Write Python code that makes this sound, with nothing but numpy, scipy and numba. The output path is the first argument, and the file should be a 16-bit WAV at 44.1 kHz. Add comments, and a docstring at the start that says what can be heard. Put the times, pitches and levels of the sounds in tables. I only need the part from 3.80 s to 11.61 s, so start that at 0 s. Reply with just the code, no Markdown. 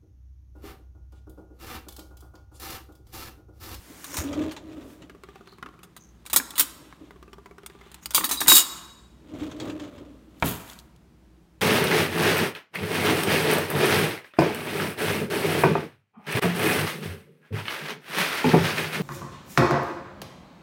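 """A soft dry rub, then a kitchen drawer rolls open, close to a phone: droning rollers over noise rumble and grit.
A hand rummages through steel cutlery: ringing modes and noisy clashes, with duller knocks on a plastic tray.
One spoon is dragged free, ringing on in sines; another rocks on the tray. The drawer rolls back.
A light patter on a paper plate, then a blow breaks a biscuit: damped sines thud, grains crunch, crumbs scatter.
A tiled kitchen rings behind it all as a decaying noise echo, over quiet room air and hum."""
import sys
import numpy as np
from scipy import signal
from scipy.fft import rfft, irfft, next_fast_len
from scipy.io import wavfile
from scipy.ndimage import uniform_filter1d
from numba import njit

SR = 44100
rng = np.random.default_rng(int(sys.argv[2]) if len(sys.argv) > 2 else 0)


def materialize(psi):
    """Save the field psi as 16-bit PCM at rate SR to the path in sys.argv[1].

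    A 1-D psi becomes a single channel; in a 2-D psi each row is a channel.
    """
    bounded = np.clip(np.atleast_2d(psi).T, -1, 1)
    quanta = np.round(bounded * 32767).astype(np.int16)
    wavfile.write(sys.argv[1], SR, quanta)


N = 344421
TIME = np.arange(N) / SR
AGE = TIME[:SR // 2]  # time since a strike, s

# pieces clashing in the pile, lifted ones ringing longer: start_s, level_db, t60_s
CLINK_HITS = [(.243, -32.5, 0.059), (.369, -26.5, .1), (.719, -43, 0.096), (2.032, -43, .07),
              (2.165, -39, .06), (2.454, -47, .04), (2.463, -35.5, .06), (2.499, -35, 0.099),
              (2.531, -15.5, .075), (2.5616, -6.5, 0.078), (2.706, -33, .04), (2.756, -37, 0.4),
              (2.780, -20, 0.18), (2.7957, -10, 0.096), (2.808, -13.5, 0.045), (3.862, -32, .04),
              (4.116, -43.5, 0.046), (4.1436, -37, 0.036), (4.258, -25, .037), (4.307, -31, .06),
              (4.337, -34.5, .2), (4.347, -11.5, .18), (4.4425, -17.5, .1), (4.4917, -23.5, .085),
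              (4.512, -20, 0.2), (4.605, -21.5, .18), (4.672, -21.5, .14), (4.6805, -11.5, .06)]
# resonances of the piled cutlery: pitch_hz, width_hz (wider is louder), level_db
PILE_MODES = [(3430, 14, -2.5), (3820, 59, -8.5), (4800, 25, -9.5), (6580, 120, -9), (6985, 67, -7),
              (7460, 43, -12), (7500, 16, -12), (8277, 120, -16), (8430, 150, -2.5), (9130, 210, -5),
              (9540, 72, -4.5), (10000, 44, -12), (10840, 54, -6), (11080, 110, -3.5), (11750, 82, -4.5),
              (12000, 36, -9.5), (13500, 43, -9), (13100, 95, -0.5), (13300, 83, -13.5), (13800, 83, -9.5),
              (14700, 71, 1), (15200, 61, -1)]
# crowded modes of clashing steel: freq_hz, level_db (per Hz)
STEEL_SPECTRUM = [(290, -56.5), (500, -19.5), (1140, -7.5), (2130, -10.5), (3860, -4.5), (5470, -8.5),
                  (8830, -5), (10400, -10.5), (11300, -3.5), (12500, -11.5), (16000, -7)]
# plastic tray being knocked: freq_hz, level_db (per Hz)
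TRAY_SPECTRUM = [(100, -21.5), (300, -8), (600, -12.5), (1100, 4.5), (1700, -2.5), (2600, -9.5),
                 (5000, -24), (12000, -36.5)]
# pulls and pushes on the drawer: full_force_s, level_db, attack_s, hold_s, release_s
DRAWER_STROKES = [(.1, -45.5, .05, 0.028, 0.2), (.49, -30, .36, .18, 0.15), (.93, -41, .55, 0.045, .7),
                  (1.22, -45, .1, 0.025, 0.13), (3.02, -49, .45, .04, .2), (3.21, -48, .06, .02, 0.27),
                  (5.61, -32, 0.27, 0.02, .45), (5.85, -30.5, 0.23, .035, 0.43),
                  (6.02, -37.5, .1, .03, .15), (6.13, -41.5, .1, 0.055, .45), (6.55, -51.5, .5, .05, .1)]
# gritty crackle: freq_hz, level_db (per Hz)
GRIT_SPECTRUM = [(470, -27), (800, -1), (2330, -7.5), (3570, -6.5), (5040, -20.5), (6760, -17.5),
                 (10500, -26), (15000, -25.5)]


def undb(db):
    """Decibels to gain."""
    return 10 ** (np.asarray(db) / 20)


def unit(x):
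    """Scale to rms 1."""
    return x / np.sqrt(np.mean(x ** 2))


def fade(t60, age=AGE):
    """Exponential decay, 60 dB down after t60 seconds."""
    return np.exp(-np.log(1000) * age / max(t60, 1e-3))


def add(out, at, x):
    """Mix x into out from time `at` in seconds."""
    start = int(at * SR)
    out[start:start + len(x)] += x[:N - start]


def colour(x, spectrum, tilt_db=0, ripple_db=0):
    """Give x a spectrum, tilted in dB per octave above 1 kHz, with random peaks and dips; rms 1."""
    size = next_fast_len(len(x))
    freq = np.fft.rfftfreq(size, 1 / SR)
    octave = np.log2(freq + 1)
    hz, db = np.transpose(spectrum)
    knots = np.linspace(0, SR / 2, 200)
    ripple = np.interp(freq, knots, rng.standard_normal(len(knots)))
    shape_db = np.interp(octave, np.log2(hz), db)
    treble_db = tilt_db * np.maximum(octave - np.log2(1000), 0)
    gain = undb(shape_db + treble_db + ripple_db * ripple)
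    return unit(irfft(rfft(x, size) * gain, size)[:len(x)])


def noise(spectrum, size=len(AGE), tilt_db=0, ripple_db=0):
    """Coloured noise of rms 1."""
    return colour(rng.standard_normal(size), spectrum, tilt_db, ripple_db)


def walk(rate):
    """Smooth random wander of rms 1, with `rate` new values a second."""
    hold = int(SR / rate)
    steps = np.repeat(rng.standard_normal(N // hold + 1), hold)
    return unit(uniform_filter1d(steps, hold)[:N])


def grains(spectrum, rate, spread_db):
    """Dense tiny contacts of uneven size, `rate` a second, each a brief puff of noise."""
    sizes = undb(spread_db * np.minimum(rng.exponential(size=N), np.log(100)))
    touches = (rng.random(N) < rate / SR) * sizes
    energy = signal.oaconvolve(touches ** 2, fade(.014) ** 2)[:N]
    return colour(np.sqrt(np.abs(energy)) * rng.standard_normal(N), spectrum)


def ring(modes, t60, tilt_db, scatter_db, detune):
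    """Modes struck at a random spot and damped alike by whatever holds the piece."""
    hz, width, db = np.transpose(modes)[:, :, None]
    chance = rng.standard_normal((2,) + hz.shape)
    gain = undb(db + tilt_db * np.log2(hz) + scatter_db * chance[0]) * np.sqrt(np.abs(width))
    age = AGE[:int(max(t60, .01) * SR)]
    detuned_hz = hz * (1 + detune * chance[1])
    phase = 2 * np.pi * (detuned_hz * age + rng.random(hz.shape))
    tone = np.sum(gain * np.sin(phase), axis=0) * fade(t60, age)
    return np.pad(tone / np.sqrt(np.sum(gain ** 2) / 2), (0, len(AGE) - len(age)))


def strokes(rows):
    """Gain of a set of movements: each rises 30 dB over its attack, holds, and falls as far over its release."""
    depth_db = 30
    power = np.zeros(N)
    for at, db, attack, hold, release in rows:
        before, after = (at - TIME) / max(attack, 1e-3), (TIME - at - hold) / max(release, 1e-3)
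        away = np.maximum(before, after)
        heard = away < 2  # the slopes run on to twice the depth
        power[heard] += undb(db - depth_db * np.maximum(away[heard], 0)) ** 2
    return np.sqrt(power)


def contacts(strikes, gap_s, loss_db, neutral_db, count):
    """Loose pieces rebound, weaker every time, pinned ones do not; above neutral_db bright, softer ones dull."""
    pinned_t60_s = .05
    brightening = .2  # treble tilt in dB per octave for each dB of force
    rows = []
    for at, db, t60 in strikes:
        gaps = gap_s * rng.uniform(.8, 1.2, count)
        for k in range(count if t60 > pinned_t60_s else 1):
            force_db = db + k * loss_db
            rows.append((at + gaps[:k].sum(), force_db, t60, brightening * (force_db - neutral_db)))
    return rows


def cutlery(hits, modes, ring_db, clash_db, clash_share, detune):
    """Each contact rings one piece and sets off a clash of the crowded modes of the pieces that it touches."""
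    out = np.zeros(N)
    for at, db, t60, tilt_db in hits:
        tone = ring(modes, t60, tilt_db, scatter_db=2.0, detune=detune)
        crowd = noise(STEEL_SPECTRUM, tilt_db=tilt_db, ripple_db=5.5)
        clash = crowd * (fade(t60 * clash_share) + undb(-12.5) * fade(0.0043))
        add(out, at, undb(db) * (undb(ring_db) * tone + undb(clash_db) * clash))
    return out


def cutlery_pile():
    """Steel pieces clash in the pile; the loose ones rebound once."""
    clinks = contacts(CLINK_HITS, gap_s=.008, loss_db=-9.5, neutral_db=-17, count=2)
    return cutlery(clinks, PILE_MODES, ring_db=-5, clash_db=-2, clash_share=1, detune=.012)


def dragged_spoon():
    """The spoon strikes its neighbours as it is drawn out, chattering on its own steady modes."""
    # strikes against the neighbours: start_s, level_db, t60_s
    spoon_strikes = [(4.681, -7, .18), (4.699, -9.5, 0.18), (4.721, -7, 0.21), (4.753, -3.5, 0.16),
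                     (4.767, -2, 0.071), (4.780, -7, 0.085), (4.803, -13, 0.054)]
    # resonances of the spoon: pitch_hz, width_hz (wider is louder), level_db
    spoon_modes = [(2880, 110, -15), (3610, 63, -9), (3820, 31, 0), (4710, 56, -14), (5240, 37, -10),
                   (6440, 38, -14), (6820, 39, -5), (7140, 37, -5), (7630, 28, -7), (7920, 24, -18),
                   (8290, 35, -8), (8490, 71, -12), (9030, 110, -16), (9790, 110, -17), (10000, 33, -17),
                   (10700, 28, -7), (11500, 33, -14), (11800, 63, -11), (12900, 48, -8), (13800, 41, -7),
                   (13900, 16, -9), (14300, 31, -16), (14700, 88, -10), (15400, 110, -10)]
    chatter = contacts(spoon_strikes, gap_s=.012, loss_db=-7, neutral_db=-11, count=3)
    return cutlery(chatter, spoon_modes, ring_db=-1.5, clash_db=-4, clash_share=1, detune=.0012)


def lifted_spoon(at=4.795):
    """Clear of the pile, the spoon sings on faintly in sines, damped by the fingers within a second."""
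    # the spoon ringing in the air: pitch_hz, level_db, t60_s (held to 1 s at most)
    free_modes = [(996, 0, 0.66), (3580, -7, 1.3), (3817, -7, 1.5), (5227, -9, 1.2), (6438, -8, 0.93),
                  (7117, -19, 5.0), (7623, -2, 0.78), (8296, -13, 1.0)]
    out, age = np.zeros(N), TIME[:SR]
    song = sum(undb(db) * np.sin(2 * np.pi * hz * age) * fade(min(t60, 1), age) for hz, db, t60 in free_modes)
    add(out, at, undb(-52.0) * song)
    return out


def fork(at=4.572):
    """The spoon catches a fork, whose tines ping with a softened onset."""
    # tines plucked in passing: pitch_hz, width_hz (wider is louder), level_db
    tine_modes = [(3820, 60, 0.5), (4000, 60, -2.5), (4840, 57, -3), (8620, 47, -6.5)]
    out = np.zeros(N)
    ping = ring(tine_modes, .2, 0, scatter_db=1, detune=.002) * (1 - fade(.02))
    add(out, at, undb(-28) * ping)
    return out


def tray():
    """Dropped handles and every listed clink knock on the plastic tray and boom in the wooden box."""
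    # handles dropping on the tray: start_s, level_db
    handle_drops = [(1.827, -30.5), (1.861, -35), (2.54, -27), (2.599, -26.5), (2.737, -42), (3.126, -42),
                    (4.379, -18.5), (4.409, -27), (4.438, -22), (4.51, -25), (4.615, -18.5), (4.662, -25),
                    (4.682, -14), (4.718, -9)]
    # boom of the box: freq_hz, level_db (per Hz)
    box_spectrum = [(60, -23.5), (150, -9.5), (300, 6), (450, -12), (900, -25.5), (4000, -72.5)]
    passed_on_db, boom_db = -15, -14  # a clink as felt by the tray; a knock as felt by the box
    out = np.zeros(N)
    for at, db in handle_drops + [(at, db + passed_on_db) for at, db, _ in CLINK_HITS]:
        knock = noise(TRAY_SPECTRUM, ripple_db=4) * fade(.04)
        boom = noise(box_spectrum) * fade(0.23)
        add(out, at, undb(db) * (knock + undb(boom_db) * boom))
    return out


def rocking_spoon():
    """A spoon rocks to and fro on the plastic: a sharp-edged tick one way, a dull one on the way back."""
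    # one tick for each swing: start_s, level_db
    swings = [(1.297, -37), (1.436, -34.5), (1.5575, -37), (1.6736, -39), (1.7843, -40.5), (1.8883, -45),
              (1.9909, -46), (3.3079, -39), (3.4272, -39.5), (3.5312, -35.5), (3.6589, -36.5),
              (3.7819, -37), (3.899, -38.5), (4.012, -39.5)]
    # ring of the plastic: pitch_hz, width_hz (wider is louder), level_db
    plastic_modes = [(387, 47, 4.5), (736, 42, -10), (1179, 50, -1), (2130, 77, -18.5)]
    swing_back_s = .052
    body_db, edge_db = -7, -6  # plastic ring and steel edge of each tick
    out = np.zeros(N)
    for at, db in swings:
        for delay, tap_db in (0, -6), (swing_back_s, -15):
            body = ring(plastic_modes, .07, -2.5, scatter_db=2, detune=.035)
            tap = noise(TRAY_SPECTRUM, tilt_db=3, ripple_db=6.5) * fade(0.052)
            add(out, at + delay, undb(db) * (undb(body_db) * body + undb(tap_db) * tap))
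        edge = noise(STEEL_SPECTRUM, tilt_db=-6.5) * fade(0.0096)
        add(out, at, undb(db) * undb(edge_db) * edge)
    return out


def drawer():
    """Rollers drone on a gliding note and rumble the wooden box; grit crackles in the runners."""
    # rumble of the runners: freq_hz, level_db (per Hz)
    runner_spectrum = [(24, -52), (40, -35), (76, -10.5), (161, -17.5), (221, -15.5), (302, -1.5),
                       (379, -15), (483, -17), (615, -17), (865, -34.5), (1200, -27.5), (1560, -47),
                       (2640, -120)]
    # note of the rollers, opening then closing: time_s, pitch_hz
    roller_note = [(.3, 270), (.47, 280), (.66, 316), (.95, 320), (1.25, 275), (5.4, 295), (5.62, 310),
                   (5.9, 309), (6.2, 280), (6.4, 265)]
    full_speed_db, coast_s = -35, 0.1397  # level at full speed; how long speed lags behind force
    rumble = noise(runner_spectrum, size=N) * undb(2 * walk(30))
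    grit = grains(GRIT_SPECTRUM, rate=550, spread_db=2)
    throb, overtone = undb(3.5 * walk(45) - 1), undb(4 * walk(30))
    waver = 1 + .012 * walk(35)
    loudness = strokes(DRAWER_STROKES)
    lag = 1 / (coast_s * SR)
    speed = np.clip(signal.lfilter([lag], [1, lag - 1], loudness) / undb(full_speed_db), 0, 1)
    pitch_hz = np.interp(TIME, *np.vstack(roller_note).T) * waver
    phase = 2 * np.pi * np.cumsum(pitch_hz) / SR
    # the note stands out only when the drawer runs fast
    drone = np.sqrt(speed) * (throb * np.sin(phase) + undb(-16.5) * overtone * np.sin(2 * phase))
    return loudness * (drone + undb(-3) * rumble + undb(-17.5) * grit)


def catch(at=.385):
    """The drawer thumps as it leaves its catch: a low burst of noise."""
    out = np.zeros(N)
    thump = noise([(30, -25), (80, 16), (130, -5), (300, -28), (2000, -60)]) * fade(0.26)
    add(out, at, undb(-33) * thump)
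    return out


def rattling_load():
    """The load jolts a few times and rattles at random, harder the harder the drawer rolls."""
    # the load jolting in the moving drawer: start_s, level_db
    load_jolts = [(0.5296, -35.5), (0.7118, -38), (0.7643, -37), (1.2202, -47.5), (5.6063, -45.5),
                  (5.713, -43), (5.8, -34.5), (5.898, -39.5), (5.9968, -41.5), (6.0466, -47), (6.1793, -51)]
    # clatter of the load: freq_hz, level_db (per Hz)
    jolt_spectrum = [(300, -11), (900, 2), (2000, -2.5), (3300, -0.5), (5000, -10.5), (7000, -9),
                     (10000, -25.5), (16000, -28)]
    rattles_per_s, rattle_db = 29, -15  # lesser jolts, about this far under the rolling
    out, rolling = np.zeros(N), strokes(DRAWER_STROKES)
    chance = rng.random((int(rattles_per_s * N / SR), 2))
    lesser = [(u * N / SR, rolling[int(u * N)] * undb(rattle_db) * (.5 + size)) for u, size in chance]
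    for at, gain in [(at, undb(db)) for at, db in load_jolts] + lesser:
        if gain > 0:
            rattle = noise(jolt_spectrum, ripple_db=4)
            add(out, at, gain * rattle * fade(0.11))
    return out


def skidding():
    """Steel skids on plastic: scraping grains, also ringing the modes of the pile."""
    # cutlery skidding along the tray: full_force_s, level_db, attack_s, hold_s, release_s
    skid_strokes = [(.35, -39.5, .26, 0.052, .1), (.372, -32.5, .012, 0.024, 0.065),
                    (4.232, -51.5, .03, .015, 0.079)]
    # scrape of steel on plastic: freq_hz, level_db (per Hz)
    skid_spectrum = [(590, -11.5), (1000, 0), (2530, -4.5), (4520, -13.5), (6400, -0.5), (11400, -16.5),
                     (14800, -8), (16000, -19)]
    skid = grains(skid_spectrum, rate=700, spread_db=3.5)
    squeal = unit(signal.oaconvolve(skid, ring(PILE_MODES, .04, -2, scatter_db=3, detune=.02))[:N])
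    return strokes(skid_strokes) * (skid + undb(-6) * squeal)


def rubbing():
    """Skin rubs on wood with a soft dry hiss of noise."""
    # rubs: full_force_s, level_db, attack_s, hold_s, release_s
    rub_strokes = [(.28, -47, 1.24, 0.17, .1), (1.1, -57.5, 0.37, .03, .17)]
    # hiss of skin: freq_hz, level_db (per Hz)
    hiss_spectrum = [(300, 0.5), (1500, 2.5), (4000, -4), (8000, -3.5), (15000, -5.5)]
    return strokes(rub_strokes) * noise(hiss_spectrum, size=N)


def brushing():
    """Fingers brush over the handles: very dense grains of uneven level."""
    # brushes: full_force_s, level_db, attack_s, hold_s, release_s
    brush_strokes = [(1.5, -59.5, 0.17, 0.047, 0.95), (2.65, -61.5, 0.45, .02, 0.11),
                     (3.02, -60.5, .3, 0.0294, .7), (3.98, -59.5, .5, 0.26, .3)]
    bristle = grains(GRIT_SPECTRUM, rate=2500, spread_db=2.5) * undb(2.5 * walk(20))
    return strokes(brush_strokes) * bristle


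def squeaks():
    """Handles drag over one another and sing briefly in a narrow band, with a grainy grip."""
    # steel squeaking on steel: full_force_s, level_db, length_s, pitch_hz
    squeak_rows = [(.32, -45, .07, 5700), (1.68, -57, .03, 4200), (2.205, -58, .05, 6300)]
    attack_s, release_s = .04, .15
    out = np.zeros(N)
    for at, db, length, hz in squeak_rows:
        band = [(.8 * hz, -30), (hz, 0), (1.25 * hz, -30)]
        out += strokes([(at, db, attack_s, length, release_s)]) * grains(band, rate=400, spread_db=3)
    return out


def blow(at=6.6248):
    """A blow thuds through plate and worktop in damped sines and cracks the biscuit in a noise burst."""
    # resonances of plate and worktop: pitch_hz, width_hz (wider is louder and shorter), level_db
    counter_modes = [(142.3, 29, 1.5), (673, 36, -12), (965, 130, -6.5), (1650, 76, -24), (1800, 26, -24),
                     (2310, 48, -10), (3160, 100, -16.5), (3600, 29, -29)]
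    out = np.zeros(N)
    hz, width, db = np.transpose(counter_modes)[:, :, None]
    gain = undb(db) * np.sqrt(np.abs(width) / 100)
    damping = np.exp(-np.pi * np.maximum(width, 40) * AGE)
    thud = np.sum(gain * np.sin(2 * np.pi * hz * AGE) * damping, axis=0)
    crack = noise([(100, -7), (400, 0.5), (1100, 2.5), (2400, -9.0), (3500, -13), (5000, -41), (15000, -44)])
    add(out, at, undb(-10.5) * thud + undb(-16.5) * crack * fade(0.062))
    # the biscuit gives way and the blow lands on the worktop, which booms
    add(out, at + 0.00419, undb(-13.0) * thud)
    boom = noise([(30, -28), (80, -5), (150, -1.5), (330, -10.5), (700, -21), (4000, -43)]) * fade(0.39)
    add(out, at + 0.017, undb(-22.5) * boom)
    return out


def crumbling_biscuit():
    """The biscuit bursts into crunching grains and a fine spray of crumbs."""
    # the burst, then its bits settling: full_force_s, level_db, attack_s, hold_s, release_s
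    crumble_strokes = [(6.66, -32, 0.059, 0.016, 0.24), (6.87, -49.5, 0.41, 0.053, 0.2)]
    # fine crumbs spraying over the paper: full_force_s, level_db, attack_s, hold_s, release_s
    spray_strokes = [(6.655, -32.5, 0.026, .03, .15)]
    # breaking biscuit: freq_hz, level_db (per Hz)
    crunch_spectrum = [(350, -33), (600, -9), (1240, -1.5), (2210, -6), (3390, -5), (5710, -13.5),
                       (6830, -8), (10300, -11.5), (13400, -9), (16000, -13)]
    # fine crumbs: freq_hz, level_db (per Hz)
    spray_spectrum = [(2000, -30), (7000, -17), (12000, 4), (16000, -1)]
    out = strokes(crumble_strokes) * grains(crunch_spectrum, rate=4000, spread_db=2.5)
    return out + strokes(spray_strokes) * grains(spray_spectrum, rate=3000, spread_db=3)


def plate_patter():
    """A light patter on the paper plate just before the blow, then crumbs landing: short puffs of noise."""
    # one patter before the blow, then crumbs landing after it: start_s, level_db
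    patter_hits = [(6.5993, -47.5), (6.8995, -38), (6.9324, -42), (6.989, -40.5), (6.9977, -44.5),
                   (7.1616, -56)]
    out = np.zeros(N)
    for at, db in patter_hits:
        patter = noise([(800, -25), (2200, -12), (3200, 0), (7000, -4), (15000, -12)]) * fade(.025)
        add(out, at, undb(db) * patter)
    return out


def kitchen(x, wet_db, low_t60, high_t60):
    """Diffuse echo of tiles and cupboards from decaying noise; the treble dies first."""
    # colour of the echo: freq_hz, level_db (per Hz)
    wall_spectrum = [(100, -1), (300, 4), (1100, 7.5), (3000, -3.5), (7000, -0.5), (15000, -6.5)]
    age = TIME[:SR]
    wash = noise(wall_spectrum, size=SR)
    low = signal.sosfilt(signal.butter(2, 5000, fs=SR, output="sos"), wash)
    high = signal.sosfilt(signal.butter(2, 5000, "high", fs=SR, output="sos"), wash)
    # the minus sign joins the bands in phase; the echo swells in softly
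    tail = (low * fade(low_t60, age) - high * fade(high_t60, age)) * (1 - fade(.05, age))
    return undb(wet_db) * signal.fftconvolve(x, unit(tail) / np.sqrt(SR))[:N]


def background():
    """Quiet room air in coloured noise, with wavering sines of mains and fridge hum."""
    # hum of mains and fridge: pitch_hz, level_db
    hum_tones = [(59.2, -61.5), (172.3, -66), (317.6, -73)]
    # room air: freq_hz, level_db (per Hz)
    air_spectrum = [(15, -59), (25, -27.5), (40, -15.5), (64, -3.5), (82, -17.5), (108, -15), (141, -14),
                    (236, -14), (277, -24.5), (317, -14), (463, -27), (16000, -53.5)]
    air_db = -55
    hum = sum(np.sqrt(2) * undb(db + walk(7)) * np.sin(2 * np.pi * hz * TIME) for hz, db in hum_tones)
    return hum + noise(air_spectrum, size=N) * undb(air_db + .7 * walk(3.2))


def scene():
    """All sources close to the microphone, with the room behind them."""
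    metal = cutlery_pile() + dragged_spoon() + lifted_spoon() + fork()
    plastic = tray() + rocking_spoon()
    rolling = drawer() + catch() + rattling_load()
    friction = skidding() + rubbing() + brushing() + squeaks()
    biscuit = blow() + crumbling_biscuit() + plate_patter()
    near = metal + plastic + rolling + friction + biscuit
    return (near + kitchen(near, wet_db=-19.0, low_t60=0.89, high_t60=0.52) + background())[None]


@njit
def follow(x, attack, release):
    """Envelope that rises fast and sinks slowly."""
    out, e = np.empty(len(x)), 0.
    for i in range(len(x)):
        e += (abs(x[i]) - e) * (attack if abs(x[i]) > e else release)
        out[i] = e
    return out


def record(dry):
    """The phone thins the deep bass, turns itself down in loud clatter, rounds the peaks and cuts the top."""
    top_hz = 15800
    x = signal.sosfilt(signal.butter(3, 42, "high", fs=SR, output="sos"), dry)
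    envelope = follow(x[0], 1 / (.003 * SR), 1 / (.2 * SR))  # 3 ms up, 200 ms down
    gain = np.maximum(envelope / undb(-7), 1) ** -.7
    rounded = np.tanh(.9 * gain * x) / .9
    return signal.sosfilt(signal.ellip(12, .2, 90, top_hz, fs=SR, output="sos"), rounded)


dry = scene()
out = record(dry)
materialize(out)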